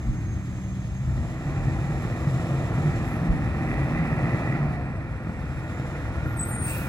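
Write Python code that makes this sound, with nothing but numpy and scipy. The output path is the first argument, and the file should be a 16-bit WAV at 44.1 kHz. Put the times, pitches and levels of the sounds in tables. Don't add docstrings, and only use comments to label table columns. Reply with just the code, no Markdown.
import sys
import numpy as np
from scipy import signal
from scipy.fft import rfft, irfft
from scipy.io import wavfile

SR = 44100
rng = np.random.default_rng(int(sys.argv[2]) if len(sys.argv) > 2 else 0)


def transcribe(signal):
    frames = np.atleast_2d(signal).T
    limited = np.clip(frames, -1, 1)
    pcm = np.round(limited * 32767).astype(np.int16)
    wavfile.write(sys.argv[1], SR, pcm)


N = 303408
T = np.arange(N) / SR
FREQS = np.arange(N // 2 + 1) * SR / N

# time_s, firing_hz
REVS = [(.98, 37.7), (1.25, 58), (1.55, 75), (2, 78), (2.45, 82.5), (2.75, 86), (3, 82), (3.35, 72),
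        (3.6, 74.5), (3.9, 77.3), (4.35, 78.3), (4.6, 77), (4.82, 68), (5.1, 45), (5.5, 39.3)]


def undb(db):
    return 10 ** (np.asarray(db) / 20)


def unit(x):
    return x / np.sqrt(np.mean(x ** 2))


def curve(rows, axis=1):
    rows = np.array(rows)
    return np.interp(T, rows[:, 0], rows[:, axis])


def across(points):
    hz, value = np.transpose(points)
    return np.interp(np.log(FREQS + 1), np.log(hz), value)


def colour(x, points):
    return unit(irfft(rfft(x) * undb(across(points)), N))


def noise():
    return rng.standard_normal(N)


def walk(rate):
    return unit(irfft(rfft(noise()) * np.exp(-(FREQS / rate) ** 2), N))


def echoes(x, t60):
    tail = noise()[:SR] * np.exp(-np.log(1000) * T[:SR] / t60)
    return signal.fftconvolve(x, tail / np.sqrt(np.sum(tail ** 2)))[:N]


def envelope(start, attack, hold, release):
    rise = (T - start) / attack
    fall = 1 - (T - start - attack - hold) / release
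    return np.clip(np.minimum(rise, fall), 0, 1)


def bump(middle, half_length):
    return np.exp(-((T - middle) / half_length) ** 2)


def whistle(hz, gain, waver, flutter_db=2):
    phase = np.cumsum(hz * (1 + waver * walk(92.0))) / SR
    return np.sin(2 * np.pi * phase) * gain * undb(flutter_db * walk(57))


def add_echoes(tone, wet_db, t60):
    return unit(tone + undb(wet_db) * echoes(tone, t60)) * np.std(tone)


def effort():
    pull_hz = 78
    hz = curve(REVS)
    return (hz - hz.min()) / (pull_hz - hz.min())


def doorway():
    return bump(middle=2.48, half_length=0.55)


def drive(idle_db, revs_db, near_db, door_db, coast_db):
    roll_s = 0.5
    near = np.clip((T - roll_s) / (T[-1] - roll_s), 0, 1)
    coast = envelope(start=4.437, attack=0.38, hold=0.13, release=0.69)
    return undb(idle_db + revs_db * effort() + near_db * near + door_db * doorway() + coast_db * coast)


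def road(level_db=-42, swell_db=2.9):
    # freq_hz, level_db
    road_colour = [(30, -1), (110, 7), (300, 3.5), (500, -19), (1200, -15), (2400, -18.5), (3300, -58),
                   (7000, -46), (9000, -48), (12000, -47), (15000, -49)]
    return colour(noise(), road_colour) * undb(level_db + swell_db * walk(0.67))


def rumble(start_db=-32.0, fade_db_per_s=0.24, swell_db=1.2, buffet_hz=64, churn_db=-6):
    # middle_s, level_db (of the tone), half_length_s
    buffets = [(0.084, -19.5, 0.018), (0.353, -27.5, 0.024), (1.097, -27, 0.048), (1.208, -25, 0.03),
               (1.53, -33, 0.2), (3.295, -15.5, 0.014), (3.493, -28.5, 0.067), (4.862, -36, 0.042)]
    # freq_hz, level_db
    rumble_colour = [(15, -34), (30, -56), (45, -4.5), (62, 0.5), (90, -0.5), (130, -4.5), (250, -23.5),
                     (2000, -100)]
    # freq_hz, level_db
    buffet_colour = [(30, -32), (80, 2), (150, -0.5), (280, -7), (500, -41), (2000, -90)]
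    bed = colour(noise(), rumble_colour) * undb(start_db - fade_db_per_s * T + swell_db * walk(5.5))
    swell = sum(undb(db) * bump(s, half_length) for s, db, half_length in buffets)
    eddy_hz = buffet_hz * (1 + 0.351 * walk(43.5))
    eddy = np.sin(2 * np.pi * np.cumsum(eddy_hz) / SR)
    churn = undb(churn_db) * colour(noise(), buffet_colour)
    return bed + swell * (unit(eddy) + churn)


def rattles(chatter_db=3, attack_s=0.013, decay_s=0.042):
    # start_s, level_db
    rattle_times = [(3.705, -38), (3.97, -38), (4.535, -39.5), (5.702, -54), (5.945, -42.5)]
    # freq_hz, level_db
    rattle_colour = [(600, -30), (1200, -20), (1400, -1), (1580, -9), (1920, 2), (2200, -4), (2600, -16),
                     (3000, -20), (7000, -36), (12000, -45)]
    shake = 0
    for s, db in rattle_times:
        rise = np.clip((T - s) / attack_s, 0, 1)
        decay = np.exp(-np.maximum(T - s - attack_s, 0) / decay_s)
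        shake = shake + undb(db) * rise * decay
    return colour(noise() * undb(chatter_db * walk(120)), rattle_colour) * shake


def whine(start_s=1.72, glide_s=.6, from_hz=10300, to_hz=12300, level_db=-71):
    hz = np.interp(T, [start_s, start_s + glide_s], [from_hz, to_hz])
    gain = undb(level_db) * envelope(start_s, attack=.06, hold=0.41, release=.35)
    return whistle(hz, gain, waver=.005)


def intake(flutter_db=1.05, bay_db=-60, bay_revs_db=2, spit_db=-63):
    # freq_hz, level_db
    intake_colour = [(1500, -42), (2800, 12), (4100, 6.5), (4700, -1), (5200, 3.5), (5900, 3), (7300, 3),
                     (8400, -1.5), (11800, -4), (13000, -8), (15500, -17)]
    # freq_hz, level_db
    bay_hiss = [(3000, -4), (4300, -7.5), (4700, -8), (5150, -5.5), (5550, -6), (5850, -8), (6400, -1),
                (7200, 1.5), (7750, -2), (8250, -28), (9500, -28), (11500, -14), (13000, -30)]
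    # freq_hz, level_db
    spit_colour = [(7000, -30), (10000, -6), (11800, 0), (13500, -20)]
    gain = drive(idle_db=-60.5, revs_db=3.0, near_db=4.0, door_db=2.5, coast_db=-7.5)
    rush = colour(noise(), intake_colour) * gain
    clear_s, fade_s = 2.98, 0.28
    inside = np.clip(1 - (T - clear_s) / fade_s, 0, 1)
    bay = colour(noise(), bay_hiss) * undb(bay_db + bay_revs_db * effort()) * inside
    spit_gain = undb(spit_db) * envelope(start=3.04, attack=0.036, hold=0.097, release=.04)
    spit = colour(noise(), spit_colour) * spit_gain
    return (rush + bay + spit) * undb(flutter_db * walk(24))


def turbo(swell_db=3):
    # time_s, pitch_hz, level_db
    blade_tone = [(0, 6420, -59.5), (1.04, 6440, -62), (1.16, 7050, -64), (1.3, 7900, -84),
                  (4.45, 8800, -84), (4.65, 8620, -75), (5.1, 8150, -74), (5.35, 7650, -70),
                  (5.52, 7430, -73), (5.7, 7170, -62), (5.9, 7000, -69), (6.1, 6850, -67), (6.5, 6600, -71),
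                  (6.88, 6500, -73)]
    gain = undb(curve(blade_tone, axis=2) + swell_db * walk(14))
    tone = whistle(curve(blade_tone), gain, waver=0.004)
    return add_echoes(tone, wet_db=-5, t60=0.39)


def gears(trim_db=-2):
    # time_s, pitch_hz, level_db (before the trim)
    gear_whine = [(1, 630, -60), (1.35, 715, -46), (1.52, 775, -44), (1.68, 805, -42), (2, 780, -54),
                  (2.9, 790, -52), (3.2, 782, -43), (3.4, 755, -51), (3.57, 780, -43), (4, 800, -48),
                  (4.4, 822, -43), (4.58, 755, -44), (4.76, 705, -40), (4.95, 665, -58)]
    # time_s, pitch_hz, level_db (before the trim)
    coast_whine = [(4.7, 535, -80), (5.1, 520, -48), (5.55, 505, -52), (5.85, 490, -46), (6.2, 478, -54),
                   (6.88, 425, -57)]
    tone = 0
    for rows in (gear_whine, coast_whine):
        tone = tone + whistle(curve(rows), undb(curve(rows, axis=2) + trim_db), waver=0.007)
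    return add_echoes(tone, wet_db=-1, t60=0.86)


def brakes(attack_s=.012, release_s=.025, grit=.25, wet_db=-8):
    # start_s, length_s (before the release), first_hz, last_hz, level_db, waver_share
    squeals = [(6.25, .08, 12500, 13000, -55, .009), (6.357, .14, 8600, 8730, -46, .003),
               (6.36, .035, 13250, 13050, -45, .009), (6.386, .047, 7990, 8090, -28.5, .002),
               (6.445, .05, 12750, 12700, -43, .009), (6.448, .025, 13250, 13100, -47, .009),
               (6.489, .125, 8730, 8870, -39, .005), (6.507, .03, 7440, 7350, -47, .004),
               (6.615, .065, 8830, 8600, -34.5, .007), (6.68, .035, 8330, 8230, -37, .005),
               (6.76, .033, 12550, 12350, -42, .006)]
    squeal = 0
    for s, length, first_hz, last_hz, db, waver in squeals:
        hz = np.interp(T, [s, s + length], [first_hz, last_hz])
        grip = envelope(s, attack_s, length - attack_s, release_s)
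        squeal = squeal + whistle(hz, undb(db) * grip, waver)
    squeal = squeal * (1 + grit * walk(220))
    return squeal + undb(wet_db) * echoes(squeal, t60=0.23)


def air_valve(attack_s=0.13, release_s=0.31):
    # start_s, hold_s, level_db
    air_blows = [(2.93, .02, -67), (5.47, .02, -68), (6.557, 0.057, -37.5)]
    # freq_hz, level_db
    air_colour = [(2100, -7), (2430, 19), (2700, 17.5), (2950, -2), (3600, -1.5), (6000, -2), (8500, 3.5),
                  (10500, 4), (12500, 5), (15500, 5.5)]
    flow = sum(undb(db) * envelope(s, attack_s, hold, release_s) ** 2 for s, hold, db in air_blows)
    return colour(noise(), air_colour) * flow


def drone(waver=.017, swell_db=3, fade_db_per_s=.9, rise_db_per_s=2.6):
    # multiple of the firing rate, idle_db and full_revs_db (both before the drift over time)
    hum_tones = [(3, -38, -51), (10 / 3, -37, -70), (4, -44, -56), (5, -40, -75)]
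    # middle_s, pitch_hz, level_db, half_length_s
    boom_times = [(1.1, 128, -31, .12), (1.62, 107, -31, .1), (1.78, 140, -32, .1),
                  (2.335, 133, -22.5, .06), (2.5, 138, -29, .1), (2.85, 151, -24.5, .07),
                  (3.3, 170, -30, .09), (3.48, 112, -31, .08), (3.82, 139, -27.5, .12), (4, 167, -30, .09),
                  (4.15, 133, -31, .1), (4.57, 135, -28.5, .11)]
    load = np.minimum(effort(), 1)
    turns = np.cumsum(curve(REVS) * (1 + waver * load * walk(16))) / SR
    idling = (1 - load) ** 3 * undb(-fade_db_per_s * T)
    pulling = load ** 2 * undb(rise_db_per_s * T)
    hum = 0
    for multiple, idle_db, full_db in hum_tones:
        gain = undb(idle_db) * idling + undb(full_db) * pulling
        hum = hum + unit(np.sin(2 * np.pi * multiple * turns)) * gain * undb(swell_db * walk(4.6))
    booms = 0
    for s, hz, db, half_length in boom_times:
        tone = unit(np.sin(2 * np.pi * hz * T + 0.35 * walk(16)))
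        booms = booms + tone * undb(db) * bump(s, half_length)
    return hum + booms


def engine(wobble=.006, scatter_db=3.0, puff=0.68, knock=0.15, gas_db=7, knock_floor=0.98, ring_floor=0.21):
    # freq_hz, level_db
    exhaust_colour = [(20, -56), (50, -75), (90, -8.5), (134, 2.5), (172, -4.5), (200, -10.5), (240, -11.5),
                      (280, -12), (325, -11), (380, -20), (480, -38.5), (900, -34), (4000, -100)]
    # freq_hz, change_db
    idle_tone = [(120, 2.5), (195, 1.5), (240, 2), (320, 5), (420, -2), (900, -14)]
    # freq_hz, level_db
    clatter_colour = [(200, 5.5), (400, 0), (600, 1.5), (760, 1.5), (920, -4.5), (1350, -2.5), (1560, -11),
                      (1780, -3), (1900, -0.5), (2000, -4), (2150, -13), (2400, -6.5), (2700, -13),
                      (2930, -33.5), (4500, -31), (12000, -70)]
    # freq_hz, level_db
    panel_colour = [(300, -20), (450, -5), (520, 13.5), (600, -15), (800, -10), (890, 10.5), (1000, -4),
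                    (1100, -1), (1330, 3), (1410, 16.5), (1480, 5.5), (1600, 2), (1980, 2), (2300, -4),
                    (8000, -58)]
    # freq_hz, level_db
    pull_colour = [(200, -22), (330, 1), (450, -8), (590, 5), (770, 2.5), (950, -9), (1550, -16), (1960, 8),
                   (2180, -10), (2650, -3.5), (2950, -32), (6000, -60)]
    # freq_hz, level_db
    door_colour = [(250, -18), (450, -0.5), (560, 2.5), (700, 0.5), (900, -13), (1250, -5), (1700, -32),
                   (5000, -60)]

    hz = curve(REVS) * (1 + wobble * walk(6))
    turns = np.cumsum(hz) / SR
    firing, phase = turns.astype(int), turns % 1
    cylinder_db = np.array([-3.0, -4.5, -3.5, -6.5, -4.0, -7.5])
    size = undb(cylinder_db[firing % len(cylinder_db)] + scatter_db * noise()[firing])

    pulses = np.diff(firing, prepend=0) * size / np.sqrt(hz)
    gas = noise() * size * np.exp(-phase / puff)
    roar = gas + echoes(gas, t60=0.87)
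    exhaust = colour(unit(pulses) + undb(gas_db) * unit(roar), exhaust_colour)
    throttle = np.minimum(effort(), 1)
    exhaust = throttle * exhaust + (1 - throttle) * colour(exhaust, idle_tone)
    exhaust = exhaust * drive(idle_db=-40.0, revs_db=11, near_db=4.5, door_db=-0.5, coast_db=-2)

    knocks = size * np.exp(-phase / knock)
    knocking = knock_floor + knocks
    block_gain = drive(idle_db=-46.5, revs_db=9.0, near_db=9.5, door_db=-2.5, coast_db=-3)
    block = colour(noise() * knocking, clatter_colour) * block_gain
    turned = envelope(start=4.24, attack=3.63, hold=T[-1], release=3.63)
    panel = colour(noise() * knocking, panel_colour) * undb(-40) * turned
    pull = envelope(start=3.31, attack=0.42, hold=0.81, release=0.081)
    ring = colour(noise() * (ring_floor + knocks), pull_colour) * undb(-40.5) * pull
    bay = colour(noise() * knocking, door_colour) * undb(-39.5) * doorway()
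    return exhaust + block + panel + ring + bay


def ports(x):
    # freq_hz, phase_rad
    port_phase = [(20, 0), (300, .25), (1300, .75), (2200, 1.7), (3000, 3.2), (3500, 4.7), (4400, 6.8),
                  (5400, 7), (5900, 11), (7500, 11.3), (8500, 11), (10500, 12.6), (13000, 15),
                  (15500, 18.8)]
    # freq_hz, balance_db
    port_balance = [(100, 0), (300, -.3), (750, 1), (1300, -2), (2300, -4.5), (3300, 1), (5200, 6),
                    (7200, -2), (8400, 2), (12000, 0)]
    # freq_hz, level_db
    port_spread = [(40, -10), (70, -12), (130, -21), (400, -17), (1500, -12), (3500, -4), (6500, -7),
                   (9000, -10)]
    direct = rfft(x)
    scattered = rfft(echoes(x, t60=.45)) * undb(across(port_spread))
    lean = undb(across(port_balance) / 2) * np.exp(1j * across(port_phase) / 2)
    left = irfft((direct + scattered) * lean, N)
    right = irfft((direct - scattered) / lean, N)
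    return np.array([left, right])


def scene():
    surroundings = road() + rumble()
    air = intake() + whine() + air_valve()
    machinery = turbo() + gears() + brakes() + rattles()
    return ports(surroundings + air + machinery + drone() + engine())


def record(dry, low_cut_hz=30, top_hz=15750):
    thinned = signal.sosfilt(signal.butter(4, low_cut_hz, "high", fs=SR, output="sos"), dry)
    return signal.sosfilt(signal.ellip(10, .2, 80, top_hz, fs=SR, output="sos"), thinned)


dry = scene()
out = record(dry)
transcribe(out)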